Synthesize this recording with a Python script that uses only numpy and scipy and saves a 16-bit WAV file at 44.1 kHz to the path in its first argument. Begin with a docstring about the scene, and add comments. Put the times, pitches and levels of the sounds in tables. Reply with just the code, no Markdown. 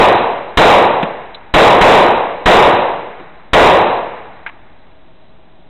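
"""Pistol shots in an indoor range

A pistol is fired six times in a concrete range, a step from a small camera; the first shot is already
ringing. Each blast reflects round the booth, sets thin metal ringing and rolls back from the long lane,
overloading the camera's 8 kHz sound track. Spent cases strike the panels and the floor, the pistol's
action clacks as it is lowered, and the ventilation runs throughout."""
import sys
import numpy as np
from scipy import signal
from scipy.fft import rfft, irfft
from scipy.io import wavfile
from scipy.ndimage import uniform_filter1d

SR = 44100
rng = np.random.default_rng(int(sys.argv[2]) if len(sys.argv) > 2 else 0)


def materialize(psi):
    """Save the field psi as 16-bit PCM at rate SR to the path in sys.argv[1].

    A 1-D psi becomes a single channel; in a 2-D psi each row is a channel.
    """
    bounded = np.clip(np.atleast_2d(psi).T, -1, 1)
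    quanta = np.round(bounded * 32767).astype(np.int16)
    wavfile.write(sys.argv[1], SR, quanta)


N = 250929


def amp(db):
    """Amplitude ratio: a factor of ten for every 20 dB."""
    return 10 ** (np.asarray(db) / 20)


def unit(x):
    """Normalisation to rms 1."""
    return x / np.sqrt(np.mean(x ** 2) + 1e-20)


def decay(t, t60):
    """Exponential damping: 60 dB are lost in t60 seconds."""
    return np.exp(-np.log(1000) * t / t60)


def curve(points, hz):
    """Linear interpolation of (frequency, value) points on a log-frequency axis."""
    knots_hz, values = np.transpose(points)
    return np.interp(np.log(hz + 1), np.log(knots_hz + 1), values)


def colour(white, spectrum):
    """Spectral shaping: white noise takes on the given spectrum, at rms 1."""
    hz = np.fft.rfftfreq(len(white), 1 / SR)
    return unit(irfft(rfft(white) * amp(curve(spectrum, hz)), len(white)))


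def impact(db, centre_hz, octaves, t60):
    """Resonance of a struck body: a dying burst of noise passes through one frequency band."""
    t = np.arange(SR // 2) / SR
    low, high = centre_hz * 2 ** (np.array([-.5, .5]) * octaves)
    body = signal.butter(2, [low, high], "bandpass", fs=SR, output="sos")
    rattle = rng.standard_normal(len(t)) * decay(t, t60)
    bandwidth_gain = np.sqrt(SR / 2 / (high - low))
    return amp(db) * bandwidth_gain * signal.sosfilt(body, rattle)


def ventilation(air_db=-45, waver_hz=2.5):
    """Broadband flow noise from the ducts lies under fan tones that waver in pitch."""
    # spectrum of the rushing air: frequency_hz, relative_density_db
    air_spectrum = [(15, -2.5), (35, -3.5), (70, -8.5), (180, -9), (300, -10.5), (480, -14.5), (620, -11.5),
                    (950, -15), (1300, -22), (2200, -24.5), (3000, -26.5), (4000, -25)]
    # tones of the fans: pitch_hz, level_db
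    fan_tones = [(48, -62), (177, -62), (366, -67.5), (640, -59), (770, -69.5)]
    out = amp(air_db) * colour(rng.standard_normal(N), air_spectrum)
    for hz, db in fan_tones:
        drift = waver_hz * unit(uniform_filter1d(rng.standard_normal(N), size=4000))
        out += amp(db) * np.sqrt(2) * np.sin(2 * np.pi * np.cumsum(hz + drift) / SR)
    return out


def spent_cases():
    """Impact excitation: a case thumps and clatters on a panel, or pings on the concrete floor."""
    # strikes on the booth's panels: start_s, thump_db, thump_hz, clatter_db
    knocks = [(1.0284, -15, 211, -16), (3.198, -23.5, 278, -38)]
    out = np.zeros(N)
    for start_s, thump_db, thump_hz, clatter_db in knocks:
        thump = impact(thump_db, thump_hz, octaves=.82, t60=.075)
        clatter = impact(clatter_db, centre_hz=1700, octaves=1.73, t60=.075)
        add(out, start_s, thump + clatter)
    ping = impact(db=-26, centre_hz=4100, octaves=.31, t60=.059)
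    tick = impact(db=-36, centre_hz=2600, octaves=.9, t60=.059)
    add(out, start_s=1.3465, sound=ping + tick)
    return out


def chatter(start_s, db, length_s, gap_s=.0025, unevenness=.25, fade_db_per_s=100):
    """Contact chatter: steel parts meet at nearly even gaps, ever weaker. Gives (start_s, level_db)."""
    steps = np.arange(8)
    jitter = unevenness * rng.uniform(-1, 1, len(steps)) * (steps > 0)
    delays = gap_s * (steps + jitter)
    return [(start_s + delay, db - fade_db_per_s * delay) for delay in delays if delay < length_s]


def pistol_action(spread_db=5.5, detune=.087, lowest_hz=650, echo_db=-27, echo_t60=.45):
    """Modal ringing of hand-damped steel, echoed by the booth; parts this small radiate no bass."""
    # runs of contacts as the action is worked and handled: start_s, level_db, length_s
    clacks = [(4.4639, -25.5, .009), (4.476, -31.5, .006), (4.4912, -34.5, .005), (4.842, -50, .002),
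              (4.919, -52, .002)]
    # modes of the action: pitch_hz, relative_level_db, t60_s
    steel_modes = [(846, -13, .06), (1010, -9, 0.067), (1480, 0, 0.017), (1650, -3, 0.033),
                   (1900, -4, 0.017), (2290, -1, .03), (2460, -13, 0.036), (2940, -19, 0.023),
                   (3660, -26, 0.048)]
    t, out = np.arange(SR // 2) / SR, np.zeros(N)
    hz, mode_db, t60 = np.transpose(steel_modes)[:, :, None]
    for clack in clacks:
        for start_s, db in chatter(*clack):
            # each contact point favours and detunes the modes in its own way
            strength, polarity, shift = rng.standard_normal((3, len(steel_modes), 1))
            modes = np.sin(2 * np.pi * hz * (1 + detune * shift) * t) * decay(t, t60)
            ring = (np.sign(polarity) * amp(mode_db + spread_db * strength) * modes).sum(0)
            diffuse = signal.fftconvolve(ring, rng.standard_normal(len(t)))[:len(t)]
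            echo = amp(echo_db) * unit(diffuse) * decay(t, echo_t60)
            snap = impact(db=-5, centre_hz=2400, octaves=1.1, t60=.0095)
            add(out, start_s, amp(db) * (snap + ring + echo))
    return signal.sosfilt(signal.butter(2, lowest_hz, "highpass", fs=SR, output="sos"), out)


def echoes(paths, correlation):
    """Correlated reflections: the shooter hardly moves, so each shot's echoes largely repeat."""
    return correlation * paths + np.sqrt(1 - correlation ** 2) * rng.standard_normal(len(paths))


def reverberation(paths, spectrum, band_decays, stretch, rise_s):
    """Reflections build up, then each overlapping band dies in its own nominal t60 times stretch."""
    t, hz = np.arange(len(paths)) / SR, np.fft.rfftfreq(len(paths), 1 / SR)
    bins = rfft(colour(paths, spectrum))
    centres_hz, t60s = np.transpose(band_decays)
    weights = (curve(np.c_[centres_hz, pick], hz) for pick in np.eye(len(centres_hz)))
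    bands = (irfft(bins * weight, len(t)) for weight in weights)
    tail = sum(band * decay(t, t60 * stretch) for band, t60 in zip(bands, t60s))
    return tail * (1 - np.exp(-t / rise_s))


def gunshots(blast_db=4.5, blast_s=.0061, metal_db=-3, booth_db=5.5, lane_db=13, hall_db=-19):
    """A Friedlander blast wave excites thin metal, early reflections and late reverberation."""
    # one row a shot: start_s, gain_db
    shots = [(-.125, -1.5), (.573, -1), (1.5399, -1.1), (1.8111, -1.07), (2.4589, -1), (3.5327, -1.3)]
    # modes of thin metal in the booth: pitch_hz, relative_level_db, t60_s
    metal_modes = [(1123, -7.5, 0.26), (1295, -11, .6), (1605, -16, 0.95), (1904, -10, 0.4),
                   (2150, -9, 0.29), (2276, -12.5, 0.7), (2790, -14.5, 0.98), (3560, -16, 0.26),
                   (3950, -26, 0.96)]
    # bright early reflections between the booth's walls: frequency_hz, relative_density_db
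    booth_spectrum = [(15, 0), (55, -3), (110, 1.5), (200, 2), (500, -7), (900, -4), (1500, -3),
                      (2500, -7.5), (4000, -5.5)]
    # their decay: frequency_hz, nominal_t60_s
    booth_decays = [(40, 0.12), (300, 0.79), (1500, 0.51), (4000, 0.19)]
    # darker roar swelling back from the lane: frequency_hz, relative_density_db
    lane_spectrum = [(20, -25), (75, -23), (110, -12), (150, -15.5), (195, -9.5), (245, -12), (310, -4.5),
                     (500, 3.5), (950, 3), (1130, -3.5), (1400, -11), (2300, -13), (3100, -17), (4100, -16),
                     (6000, -41.5)]
    # its decay: frequency_hz, nominal_t60_s
    lane_decays = [(50, 0.56), (170, 1.054), (400, 0.94), (800, 0.95), (1500, 0.98), (2500, 0.94),
                   (4000, 0.78)]
    # faint, slow reverberation of the whole hall: frequency_hz, relative_density_db
    hall_spectrum = [(60, -8), (200, -5.5), (450, -7), (800, 3), (1300, -3.5), (2100, -4.5), (3200, -18),
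                     (4000, -16.5), (6000, -44)]
    t, out = np.arange(2 * SR) / SR, np.zeros(N)
    near_paths, far_paths = rng.standard_normal((2, len(t)))
    blast = -amp(blast_db) * (1 - t / blast_s) * np.exp(-t / blast_s)  # suction, then overpressure
    metal = sum(amp(metal_db + db) * np.sin(2 * np.pi * hz * t) * decay(t, t60)
                for hz, db, t60 in metal_modes)
    for start_s, gain_db in shots:
        near, far = echoes(near_paths, correlation=.85), echoes(far_paths, correlation=.88)
        booth = reverberation(near, booth_spectrum, booth_decays, stretch=.95, rise_s=.00092)
        lane = reverberation(far, lane_spectrum, lane_decays, stretch=.96, rise_s=.093)
        hall = colour(rng.standard_normal(len(t)), hall_spectrum) * decay(t, t60=2.375)
        room = amp(booth_db) * booth + amp(lane_db) * lane + amp(hall_db) * hall
        add(out, start_s, amp(gain_db) * (blast + metal + room))
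    return out


def scene():
    """Sound pressures sum at the camera's single microphone."""
    return (gunshots() + spent_cases() + pistol_action() + ventilation())[None]


def record(dry, track_hz=8000, overload=.69, knee=4.8, ceiling=.66, edge_hz=15850,
           bias=.22, settle_s=.0041, offset=-.013):
    """Saturation at a low sample rate; ripples overshoot on the return to full rate and clip to fizz."""
    hold = np.exp(-1 / (settle_s * SR))
    excess = np.maximum(abs(dry) - overload, 0)
    charge = signal.lfilter([1 - hold], [1, -hold], excess)
    shifted = dry + bias * charge + offset  # overload shifts the input's resting point
    antialias = signal.firwin(441 * 110 + 1, track_hz / 2 + 50, window=("kaiser", 9), fs=track_hz * 441)
    track = signal.resample_poly(shifted, track_hz, SR, axis=1, window=antialias)
    saturated = track / (1 + abs(track / overload) ** knee) ** (1 / knee)
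    full_rate = signal.resample_poly(saturated, SR, track_hz, axis=1, window=antialias)[:, :N]
    clipped = np.clip(full_rate, -ceiling, ceiling)
    lowpass = signal.firwin(511, edge_hz, window=("kaiser", 9), fs=SR)
    return signal.oaconvolve(clipped, lowpass[None], "same")


def add(mix, start_s, sound):
    """Superposition: a sound joins the mix at start_s, which may be negative."""
    start = round(start_s * SR)
    sound = sound[max(-start, 0):]
    part = mix[max(start, 0):][:len(sound)]
    part += sound[:len(part)]


dry = scene()
out = record(dry)
materialize(out)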